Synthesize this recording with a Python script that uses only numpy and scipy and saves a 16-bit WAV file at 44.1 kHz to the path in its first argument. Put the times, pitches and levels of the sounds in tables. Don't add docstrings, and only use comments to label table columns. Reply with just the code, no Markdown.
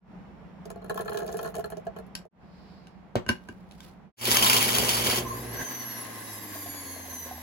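import sys
import numpy as np
from scipy import signal
from scipy.fft import rfft, irfft, next_fast_len
from scipy.io import wavfile
from scipy.ndimage import uniform_filter1d

SR = 44100
rng = np.random.default_rng(int(sys.argv[2]) if len(sys.argv) > 2 else 0)


def materialize(psi):
    bounded = np.clip(np.atleast_2d(psi).T, -1, 1)
    quanta = np.round(bounded * 32767).astype(np.int16)
    wavfile.write(sys.argv[1], SR, quanta)


N = 327222
TIME = np.arange(N) / SR

# time_s, level_db
BIG_CRACKS = [(4.2537, -9), (4.2941, -25), (4.3081, -7.5), (4.315, -6), (4.3695, -8), (4.3948, -17),
              (4.4245, -7), (4.4458, -8.5), (4.4822, -10), (4.498, -6), (4.532, -8.5), (4.566, -6.5),
              (4.6275, -7.5), (4.7507, -9), (4.784, -9), (4.8917, -8.5)]
# freq_hz, gain_db
GRATE_SPECTRUM = [(300, -14), (600, -9), (950, 2), (1250, -1), (1800, -3), (2300, 0), (3800, -3),
                  (5000, -0.5), (7000, -3), (11000, 0.5), (15500, -7)]
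# freq_hz, half_width_hz, gain_db
BASKET_MODES = [(1042, 66, -3.5), (2340, 230, -9.5), (3130, 385, 3), (4530, 71, 1.5)]
# freq_hz, gain_db
PULP_SPECTRUM = [(25, -34), (55, -7), (110, -3.5), (155, -5.5), (220, 3), (310, -5), (380, 3), (550, -1.5),
                 (850, -4.5), (1300, -14.5), (2500, -16), (5000, -39)]

# mains_multiple, level_db
BUZZ_HARMONICS = [(1, -51), (2, -39), (3, -53), (4, -43), (5, -54), (6, -48), (7, -59), (8, -52)]
# shaft_multiple, level_db
SHAFT_HARMONICS = [(1, -49), (2, -54), (3, -52.5), (11, -62), (18, -77), (24, -62.5)]
# freq_hz, gain_db
BASE_RESPONSE = [(80, -2), (125, -3), (165, -34), (205, -3), (245, -2), (295, 3), (325, -4.5), (380, -32),
                 (700, 5), (1050, -1), (1350, -3), (1700, -17), (2250, 4), (2500, -7), (3000, 3)]
# slot_rate_multiple, level_db
SLOT_HARMONICS = [(2, -15), (3, 1), (4, 2), (5, -16), (6, -2), (7, -15), (8, -2.5), (9, -17), (10, -6.5),
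                  (11, -24), (12, -6), (13, -10), (14, -4), (16, -13)]
# freq_hz, gain_db
HOUSING_RESPONSE = [(3000, -16), (3900, -8.5), (4600, -4), (5300, -8.5), (5750, -3.5), (6050, 15.5),
                    (6450, 4), (7100, 2.5), (8000, -6), (9300, 3), (10400, 9), (11500, 16), (12400, 13.5),
                    (13200, -1), (14600, -11), (15500, -9)]
# time_s, gain_db
WHINE_ENVELOPE = [(5.1, -68), (5.3, -54), (5.62, -55.5), (6, -52.5), (6.7, -55.5), (7.2, -52.5),
                  (7.42, -55.5)]

# start_s, wall_db, thud_db, tick_db
SEED_HITS = [(0.6544, -42.5, -37.5, -49), (0.7023, -33, -36, -43.5), (0.7587, -40, -38.5, -61),
             (0.8195, -39, -43, -69), (0.844, -35, -40.5, -52.5), (0.8964, -17.5, -25.5, -40),
             (0.9024, -27.5, -28.5, -46), (0.9144, -43, -40, -58), (0.9435, -36, -41, -42.5),
             (0.9564, -35, -33.5, -54), (0.9752, -20.5, -32.5, -35.5), (0.9974, -29, -29, -63),
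             (1.0086, -25, -35, -39.5), (1.056, -34, -33, -49), (1.0799, -20, -40, -52),
             (1.0944, -34, -31, -40), (1.1179, -23, -32, -60), (1.1314, -36, -42, -40),
             (1.1443, -25.5, -31, -50), (1.1725, -23, -30.5, -36), (1.1915, -35, -33, -42),
             (1.2037, -29, -37, -50), (1.2194, -29, -32, -51), (1.2446, -40, -29.5, -58),
             (1.264, -41, -36, -43.5), (1.2775, -41, -37, -43), (1.288, -27, -32.5, -55),
             (1.3024, -53, -47, -70), (1.3259, -43, -37, -41.5), (1.3423, -31, -29, -50),
             (1.3694, -37, -36, -39), (1.3902, -24, -32, -44), (1.4122, -39, -33.5, -44),
             (1.4294, -31, -32.5, -40), (1.4476, -24, -30.5, -49), (1.4564, -28, -34, -42.5),
             (1.476, -29, -35, -44), (1.5419, -28, -47, -50), (1.5524, -35, -33, -38.5),
             (1.5644, -38, -32.5, -43), (1.5828, -36, -29.5, -46), (1.5934, -32, -30.5, -43),
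             (1.6417, -25.5, -31.5, -42.5), (1.7015, -40, -42, -44.5), (1.7205, -32, -30, -52),
             (1.7695, -40, -33, -50), (1.8672, -35, -31, -52.5), (1.9634, -29.5, -37, -56),
             (1.9864, -36, -34, -50.5), (2.2524, -57, -35.5, -59)]
# freq_hz, gain_db, t60_s
CHUTE_MODES = [(181, -6.5, 0.05), (418.4, -4.5, .09), (449, -6.5, 0.086), (540, -22, 0.13),
               (662.6, -1.5, 0.096), (766, -14.5, 0.044), (848, -15, 0.036), (1080, -6.5, 0.023),
               (1336, -8.5, 0.025), (1477, -13, 0.024), (1716, -5, 0.018), (2450, -15, 0.0095),
               (3080, -9.5, 0.0084), (4200, -15.5, 0.019), (6800, -12, .0044)]
# freq_hz, gain_db
TICK_SPECTRUM = [(300, -34), (1500, -18), (2500, 10), (5500, 4), (6800, 8), (8200, 5), (11000, 9.5),
                 (15500, 5)]

# start_s, boom_db, clunk_db, clack_db, snap_db
KNOCK_HITS = [(2.152, -56, -61, -40, -20), (2.87, -84, -77, -57, -46), (3.155, -20.5, -8, -40, -24.5),
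              (3.264, -38, -34, -39.5, -42.5), (3.283, -56, -56, -39.5, -38.5),
              (3.2891, -39, -40, -33.5, -15.5), (3.2907, -20.5, -17, -17, -16.5),
              (3.487, -37, -43, -37.5, -40.5), (3.711, -75, -77, -65, -42.5), (3.72, -72, -72, -60, -45),
              (3.804, -71, -74, -53, -36)]
# freq_hz, gain_db, t60_s
BOOM_MODES = [(58, -8.5, .09), (110, 3, 0.066), (227.5, -1, .066), (363, -2.5, .065)]
# freq_hz, gain_db, t60_s
CLUNK_MODES = [(454, -12.5, 0.045), (546, 8, 0.0087), (610, -16.5, 0.077)]
# freq_hz, gain_db, t60_s
CLACK_MODES = [(1025, -7.5, 0.054), (1210, -7, 0.023), (1567, 2, 0.047), (1680, -6, 0.017),
               (2335, -5, 0.022), (2830, -10, .03), (2860, -6, 0.034), (4520, -11, .014), (4920, -10, .01),
               (6470, -11, 0.011), (7000, -15.5, 0.012)]
# freq_hz, gain_db
SNAP_SPECTRUM = [(300, -2), (1200, -18.5), (3000, 2.5), (4800, -5), (6000, -5.5), (7200, -8), (9500, -8),
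                 (12500, -12.5), (15500, -24)]
# freq_hz, gain_db
CHATTER_SPECTRUM = [(100, -5.5), (220, 3), (330, 1), (600, -1.5), (900, 4.5), (1700, -5.5), (3000, -10),
                    (6000, -26), (15500, -52.5)]
# time_s, level_db
SLIDE_ENVELOPE = [(3.3, -82), (3.45, -70), (3.66, -75.5), (3.78, -66), (3.85, -56.5), (3.93, -69),
                  (4.05, -98)]
# time_s, level_db
RUSTLE_ENVELOPE = [(2.4, -80), (2.55, -65.5), (2.72, -63), (2.86, -67.5), (3.05, -83)]

# freq_hz, gain_db
AIR_SPECTRUM = [(25, -30), (50, -6), (90, -2), (160, -5), (250, 9), (400, 1), (600, -0.5), (970, 1),
                (1060, 9), (1180, -3), (1360, -10), (1650, 5), (1880, -1), (2020, 5), (2200, -6.5),
                (3200, -7.5), (7000, -11)]
# freq_hz, gain_db
SPRAY_SPECTRUM = [(3000, -30), (6500, -13), (8500, -22), (10000, 3), (11200, -16), (12400, -15),
                  (13500, -20), (15500, -13)]
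# time_s, level_db
AIR_ENVELOPE = [(4.17, -51), (4.4, -51), (5.3, -44.5), (5.62, -39.5), (5.8, -41), (6.2, -43), (6.8, -44),
                (7.42, -47)]
# centre_s, width_s, pitch_hz, level_db
BOWL_SWELLS = [(5.314, 0.14, 1053, -37.5), (5.608, 0.1, 1614, -40.5)]
# start_s, level_db, pitch_hz
JUICE_PLOPS = [(6.549, -40, 607), (6.659, -37.5, 700), (6.963, -37.5, 615), (7.083, -39, 574),
               (7.26, -38, 544), (7.312, -31.5, 740)]
# freq_hz, gain_db
RATTLE_SPECTRUM = [(300, -12), (700, -2), (1400, -5), (2000, 9), (3200, -4), (5000, 3), (8000, -36),
                   (15500, 2)]

# freq_hz, gain_db
ROOM_SPECTRUM = [(25, -9.5), (60, -3.5), (110, -12), (150, -5.5), (184, 5.5), (240, -10), (500, -16.5),
                 (800, -14.5), (1300, -22.5), (2200, -28.5), (4000, -41), (7000, -50), (15500, -56.5)]
# pitch_hz, level_db
ROOM_WHINE = [(5426, -88)]
# freq_hz, correlation
STEREO_CORRELATION = [(60, 0.67), (290, 0.54), (640, 0.43), (1400, 0.25), (3100, 0.085), (7000, -0.25),
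                      (15000, -0.53)]
# start_s, end_s, room_db
SPANS = [(0, 2.286, -46.5), (2.306, 4.12, -49.5), (4.163, 7.55, -61)]
# freq_hz, gain_db
TREBLE_DIPS = [(7500, 0), (8000, -1), (8550, -25.5), (9200, -1), (12400, 0), (12900, -7), (13600, -5.5),
               (14500, 1.5)]

ON_S, CLEAR_S, OFF_S = 4.165, 5.188, 5.622
MAINS_HZ, SLOTS, BARS = 60, 12, 24


def shredding(turns):
    cracks = teeth(turns)
    pole = np.exp(-1 / (0.012 * SR))
    roar = rng.standard_normal((3, N)) * np.sqrt(signal.lfilter([1 - pole], [1, -pole], cracks ** 2))
    direct = from_left(cracks + amp(-8.5) * roar[:1])
    diffuse = amp(1.5) * roar[1:]
    frames = signal.stft(direct + diffuse, SR, nperseg=256)[2]
    patches = uniform_filter1d(rng.standard_normal(frames.shape[1:]), size=6, axis=0)
    patches = unit_rms(uniform_filter1d(patches, size=4, axis=1))
    grate = signal.istft(frames * amp(1.9 * patches), SR, nperseg=256)[1][:, :N]
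    hz = np.fft.rfftfreq(N, 1 / SR)
    basket = 1 + sum(amp(db) / (1 + 2j * (hz - mode_hz) / width) for mode_hz, width, db in BASKET_MODES)
    return kitchen(colour(irfft(rfft(grate) * basket, N), GRATE_SPECTRUM), wet_db=-15, t60_s=0.2)


def teeth(turns, grains_per_s=8000, small_cracks_per_s=16, push_s=4.494, push_db=4.5):
    clumps = amp(2.1 * wander(210) + 0.28 * wander(51)) * (1 + 0.062 * np.cos(2 * np.pi * turns))
    grains = rng.choice([-1, 1], N) * (rng.random(N) < grains_per_s / SR)
    sizes = amp(5.6 * np.minimum(rng.exponential(1, N), 4))
    push = np.exp(-((TIME - push_s) / 0.18) ** 2)
    load = held(ON_S, CLEAR_S, rise_s=0.025, release_s=0.0036) * amp(-31 + push_db * push)
    cracks = unit_rms(grains * sizes * clumps) * load
    small = (rng.random(N) < small_cracks_per_s / SR) * load * amp(11)
    cracks += signal.oaconvolve(small, burst(decay_s=0.00057))[:N]
    for time_s, db in BIG_CRACKS:
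        add(cracks, time_s, amp(db) * burst(decay_s=0.00077))
    return cracks


def pulp(rise_s=0.043, drain_s=0.047):
    bulk = amp(-37.5) * held(ON_S, CLEAR_S, rise_s, drain_s)
    dregs = amp(-42.5) * held(ON_S, OFF_S, rise_s, drain_s)
    return hiss(PULP_SPECTRUM) * (bulk + dregs) * amp(2.46 * wander(27))


def shaft_speed_hz(loaded_hz=70, free_hz=211, run_up_s=0.8, drag_s=4.42, friction_hz_per_s=4.82):
    unloaded_s = np.clip(TIME, CLEAR_S, OFF_S) - CLEAR_S
    driven_hz = free_hz + (loaded_hz - free_hz) * np.exp(-unloaded_s / run_up_s)
    braking_hz = friction_hz_per_s * drag_s
    return (driven_hz + braking_hz) * np.exp(-np.maximum(TIME - OFF_S, 0) / drag_s) - braking_hz


def motor(turns):
    return (mains_buzz() + shaft_hum(turns)) * amp([[-.7], [.7]]) + whine(turns)


def mains_buzz():
    buzz = np.zeros(N)
    for multiple, db in BUZZ_HARMONICS:
        gain = amp(db + 0.5) * (1 + 0.28 * wander(0.7))
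        cycles = round(multiple) * MAINS_HZ * TIME + rng.random() + 0.15 * wander(8.3)
        buzz += gain * np.sin(2 * np.pi * cycles)
    return buzz * held(ON_S, OFF_S, rise_s=0.028, release_s=0.0074)


def shaft_hum(turns):
    speed_hz = np.gradient(turns) * SR
    wobbly_turns = turns + 0.025 * wander(16.2)
    hum = np.zeros(N)
    for multiple, db in SHAFT_HARMONICS:
        gain = amp(db + 2 + value_at(BASE_RESPONSE, multiple * speed_hz) + 1.7 * wander(28))
        hum += gain * np.sin(2 * np.pi * (round(multiple) * wobbly_turns + rng.random()))
    return hum * np.interp(TIME, [5.1, 5.5], [0, 1])


def whine(turns):
    shaky_turns = turns + 0.00023 * wander(90) + 0.0022 * wander(29)
    tones = commutator(shaky_turns) * amp(2.7 * wander(3.9) + 0.77 * wander(45))
    brushes = amp(-11) * rng.standard_normal(N) * (1 + np.cos(2 * np.pi * BARS * shaky_turns))
    radiated = colour(tones + brushes, HOUSING_RESPONSE) * envelope(WHINE_ENVELOPE)
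    return kitchen(radiated, wet_db=5.5, t60_s=0.23)


def commutator(turns, comb_db=-22.5, fall_db_per_order=4, count=200, size=8192):
    order = np.arange(count)
    tones, side_power = np.zeros(count), np.full(count, amp(comb_db) ** 2)
    for multiple, db in SLOT_HARMONICS:
        centre = SLOTS * round(multiple)
        tones[centre] = amp(db)
        side_power += amp(db - 3.5 - fall_db_per_order * (abs(order - centre) + 1.5)) ** 2
    lines = np.where(tones > 0, tones, np.sqrt(side_power) * amp(3 * rng.standard_normal(count)))
    one_turn = irfft(lines * (order > 0) * np.exp(2j * np.pi * rng.random(count)), size) * size / 2
    return np.interp(turns % 1, np.arange(size) / size, one_turn)


def seeds(bounce_s=(.005, .018), bounce_db=-8.5):
    thuds, ticks = np.zeros((2, N)), np.zeros(N)
    for start_s, wall_db, thud_db, tick_db in [*SEED_HITS, *handful()]:
        for hit_s, loss_db in [(start_s, 0), (start_s + rng.uniform(*bounce_s), bounce_db)]:
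            hollow = ring(CHUTE_MODES[:6], scatter_db=2.5, detune=.022, attack_s=.0015, size=5000)
            wall = ring(CHUTE_MODES[6:], scatter_db=3.5, detune=.018, attack_s=.002, size=2000)
            add(thuds, hit_s, amp(loss_db + thud_db) * hollow)
            add(thuds, hit_s, amp(loss_db + wall_db) * wall)
            add(ticks, hit_s, amp(loss_db + tick_db) * wet_tick())
    thuds = kitchen(thuds * amp([[1.1], [-1.1]]), wet_db=-1, t60_s=0.24)
    ticks = kitchen(from_left(colour(ticks, TICK_SPECTRUM)), wet_db=-4, t60_s=0.2)
    return thuds + amp(5.5) * ticks


def handful(mid_s=1.27, half_width_s=0.34, stream_per_s=70, strays_per_s=12, stray_db=-13):
    stream = np.exp(-((TIME - mid_s) / half_width_s) ** 4)
    times_s = arrivals(stream_per_s * stream + strays_per_s * (TIME > .8) * (TIME < 2.1))
    force_db = stray_db * (1 - np.interp(times_s, TIME, stream))
    spread_db = 2.5 * rng.standard_normal((200, 3))[:len(times_s)]
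    typical_db = np.array([-45.5, -40, -53.5])
    return np.column_stack([times_s, typical_db + force_db[:, None] + spread_db])


def wet_tick(decay_s=0.0017, middle_hz=9050, size=1500):
    pitch_hz = middle_hz * np.exp(0.485 * rng.uniform(-1.017, 1))
    carrier = np.cos(2 * np.pi * pitch_hz * np.arange(size) / SR)
    squelch = uniform_filter1d(burst(decay_s), size=10) * carrier
    return amp(-1.5) * burst(decay_s) + amp(11.5) * squelch


def pusher(base_lag_s=0.00466):
    body, snaps, chatter = np.zeros((2, N)), np.zeros(N), np.zeros(N)
    for start_s, boom_db, clunk_db, clack_db, snap_db in KNOCK_HITS:
        boom = ring(BOOM_MODES, scatter_db=2.0, detune=0.0066, attack_s=0.001)
        clunk = ring(CLUNK_MODES, scatter_db=0.0, detune=0.0041, attack_s=0.00098)
        clack = ring(CLACK_MODES, scatter_db=-0.5, detune=0.0056, attack_s=0.00044)
        add(body, start_s + base_lag_s, amp(boom_db) * boom)
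        add(body, start_s, amp(clunk_db) * clunk + amp(clack_db) * clack)
        add(snaps, start_s, amp(snap_db) * burst(decay_s=0.0018))
        add(chatter, start_s, amp(max(clunk_db, clack_db) - 16.5) * burst(decay_s=0.014, size=5000))
    noise = colour(snaps, SNAP_SPECTRUM) + colour(chatter, CHATTER_SPECTRUM)
    return kitchen(body + from_left(noise), wet_db=-4.5, t60_s=0.41)


def sliding():
    rub = hiss([(500, -20), (1500, 0.5), (4500, 4.0), (7000, -4.5), (9000, 0.5), (15500, -4.0)])
    rub *= envelope(SLIDE_ENVELOPE) * amp(3.1 * wander(90))
    rustle = hiss([(1500, -5.5), (3600, -8.0), (4200, -2), (5100, -2.5), (6000, -19), (12000, -25)])
    return (rub + rustle * envelope(RUSTLE_ENVELOPE)) * amp([[-1.5], [1.5]])


def bowl(turns):
    rush = (hiss(AIR_SPECTRUM) + amp(-16) * hiss(SPRAY_SPECTRUM)) * envelope(AIR_ENVELOPE)
    rush *= amp(1.14 * wander(22)) * (1 + 0.1 * np.cos(2 * np.pi * turns))
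    for centre_s, width_s, hz, db in BOWL_SWELLS:
        swell = np.exp(-(2 * (TIME - centre_s) / width_s) ** 2)
        band = [(hz * 0.92, -45), (hz * 0.94, -9), (hz, 0), (hz * 1.04, -9), (hz * 1.33, -45)]
        rush += amp(db) * swell * amp(1.6 * wander(45)) * hiss(band)
    return rush


def juice(from_s=5.9, bubbles_per_s=55, bubble_db=-49, bubble_hz=605):
    jug, t = np.zeros((1, N)), np.arange(5000) / SR
    times_s = arrivals(bubbles_per_s * (TIME > from_s))
    gurgle = [(start_s, bubble_db + 3 * louder, bubble_hz * np.exp(0.257 * higher))
              for start_s, (louder, higher) in zip(times_s, rng.standard_normal((200, 2)))]
    for start_s, db, hz in JUICE_PLOPS + gurgle:
        chirp = np.sin(2 * np.pi * hz * t * (1 + 0.45 * t))
        add(jug, start_s, amp(db) * chirp * np.exp(-t / 0.0076) * (1 - np.exp(-t / 0.0002)))
    return kitchen(jug, wet_db=-4.5)


def rattle(turns, mean_per_s=500, spread_db=4.5):
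    per_s = mean_per_s * (TIME > CLEAR_S) * (1 + 0.6 * np.cos(2 * np.pi * turns))
    sizes = rng.choice([-1, 1], (2, N)) * amp(spread_db * np.minimum(rng.exponential(1, (2, N)), 4))
    bits = unit_rms(sizes * (rng.random((2, N)) < per_s / SR)) * amp(-61.5)
    return kitchen(colour(bits, RATTLE_SPECTRUM), wet_db=-5.5, t60_s=0.12)


def room_tone():
    gain = sum(amp(db) * (TIME >= start_s) * (TIME < end_s) for start_s, end_s, db in SPANS)
    tone = sum(amp(db) * np.sqrt(2) * np.sin(2 * np.pi * hz * TIME) for hz, db in ROOM_WHINE)
    noise = hiss(ROOM_SPECTRUM) * gain * amp(.5 * wander(7.3)) * amp([[-1], [1]])
    return noise + tone * (TIME < SPANS[0][1])


def kitchen(x, wet_db, t60_s=0.19, size=20000):
    t = np.arange(size) / SR
    taps = rng.standard_normal((2, size)) * (rng.random((2, size)) < .08)
    taps *= (t > .002) * (1 + 2.0 * np.exp(-t / 0.0031))
    hz, frame_s, frames = signal.stft(taps, SR, nperseg=256)
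    decay = amp(-60 * frame_s / t60_s * (2.0 + hz[:, None] / 22000))
    tail = signal.istft(frames * decay, SR, nperseg=256)[1]
    tail /= np.linalg.norm(tail, axis=1, keepdims=True)
    return x + amp(wet_db) * signal.oaconvolve(x, tail, axes=1)[:, :N]


def ring(modes, scatter_db, detune, attack_s, size=10000):
    hz, db, t60_s = np.transpose(modes)[:, :, None]
    t = np.arange(size) / SR
    weight, shift, spread = rng.standard_normal((3, len(modes), 1))
    ear_phase = np.array([spread, -spread]) * np.minimum(hz / 1300, 1.5)
    polarity = np.pi * rng.integers(0, 2, (len(modes), 1))
    waves = np.sin(2 * np.pi * hz * (1 + detune * shift) * t + ear_phase + polarity)
    return (amp(db + scatter_db * weight - 60 * t / t60_s) * waves).sum(1) * (1 - np.exp(-t / attack_s))


def burst(decay_s, size=1500):
    t = np.arange(size) / SR
    return rng.standard_normal(size) * np.exp(-t / decay_s) * (1 - np.exp(-5.0 * t / decay_s))


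def hiss(spectrum):
    size = next_fast_len(N, True)
    hz = np.fft.rfftfreq(size, 1 / SR)
    left, other = rfft(rng.standard_normal((2, size)))
    correlation = np.clip(value_at(STEREO_CORRELATION, hz), -1, 1)
    right = correlation * left + np.sqrt(1 - correlation ** 2) * other
    return unit_rms(irfft(np.array([left, right]) * amp(value_at(spectrum, hz)), size)[:, :N])


def colour(x, spectrum, size=4096):
    log_gain = np.log(amp(value_at(spectrum, abs(np.fft.fftfreq(size, 1 / SR)))))
    taps = np.fft.ifft(np.exp(np.conj(signal.hilbert(log_gain)))).real[:size // 2]
    return signal.oaconvolve(np.atleast_2d(x), taps[None] / np.linalg.norm(taps), axes=1)[:, :x.shape[-1]]


def wander(rate_hz, size=2 ** 15):
    hz = np.fft.rfftfreq(size, TIME[-1] / size)
    slow = irfft(rfft(rng.standard_normal(size)) / (1 + (hz / rate_hz) ** 4))
    return unit_rms(np.interp(TIME, np.linspace(0, TIME[-1], size), slow))


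def arrivals(per_s):
    expected = np.cumsum(per_s) / SR
    marks = np.arange(200) + 3 * rng.random(200)
    return np.interp(marks[marks < expected[-1]], expected, TIME)


def held(start_s, stop_s, rise_s, release_s):
    rise = 1 - np.exp(-np.maximum(TIME - start_s, 0) / rise_s)
    return rise * np.exp(-np.maximum(TIME - stop_s, 0) / release_s)


def envelope(rows):
    time_s, db = np.transpose(rows)
    sounding = (TIME >= time_s[0]) & (TIME <= time_s[-1] + .04)
    return sounding * amp(np.interp(TIME, time_s, db))


def from_left(x, lag_samples=20):
    return np.array([x[0], np.roll(x[-1], lag_samples)])


def value_at(points, hz):
    point_hz, value = np.transpose(points)
    return np.interp(np.log(hz + 1), np.log(point_hz + 1), value)


def add(mix, start_s, sound):
    part = mix[..., round(start_s * SR):][..., :sound.shape[-1]]
    part += sound[..., :part.shape[-1]]


def amp(db):
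    return 10 ** (np.asarray(db) / 20)


def unit_rms(x):
    return x / np.sqrt(np.mean(x ** 2) + 1e-20)


def scene():
    turns = np.cumsum(shaft_speed_hz()) / SR
    return (room_tone() + pusher() + sliding() + motor(turns) + bowl(turns) + rattle(turns)
            + juice() + shredding(turns) + pulp() + seeds())


def record(dry):
    low_cut_hz, top_hz, fade_in_s, fade_out_s = 42, 16050, 0.13, 0.079
    thinned = signal.sosfilt(signal.butter(3, low_cut_hz, "high", fs=SR, output="sos"), dry)
    notched = irfft(rfft(thinned) * amp(value_at(TREBLE_DIPS, np.fft.rfftfreq(N, 1 / SR))), N)
    fades = np.zeros(N)
    for start_s, end_s, _ in SPANS:
        fade_in = np.clip((TIME - start_s) / fade_in_s, 0, 1) ** 1.35
        fades += fade_in * np.clip((end_s - TIME) / fade_out_s, 0, 1)
    lowpass = signal.firwin(401, top_hz, window=("kaiser", 8), fs=SR)
    return signal.oaconvolve(notched * fades, lowpass[None], "same")


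dry = scene()
out = record(dry)
materialize(out)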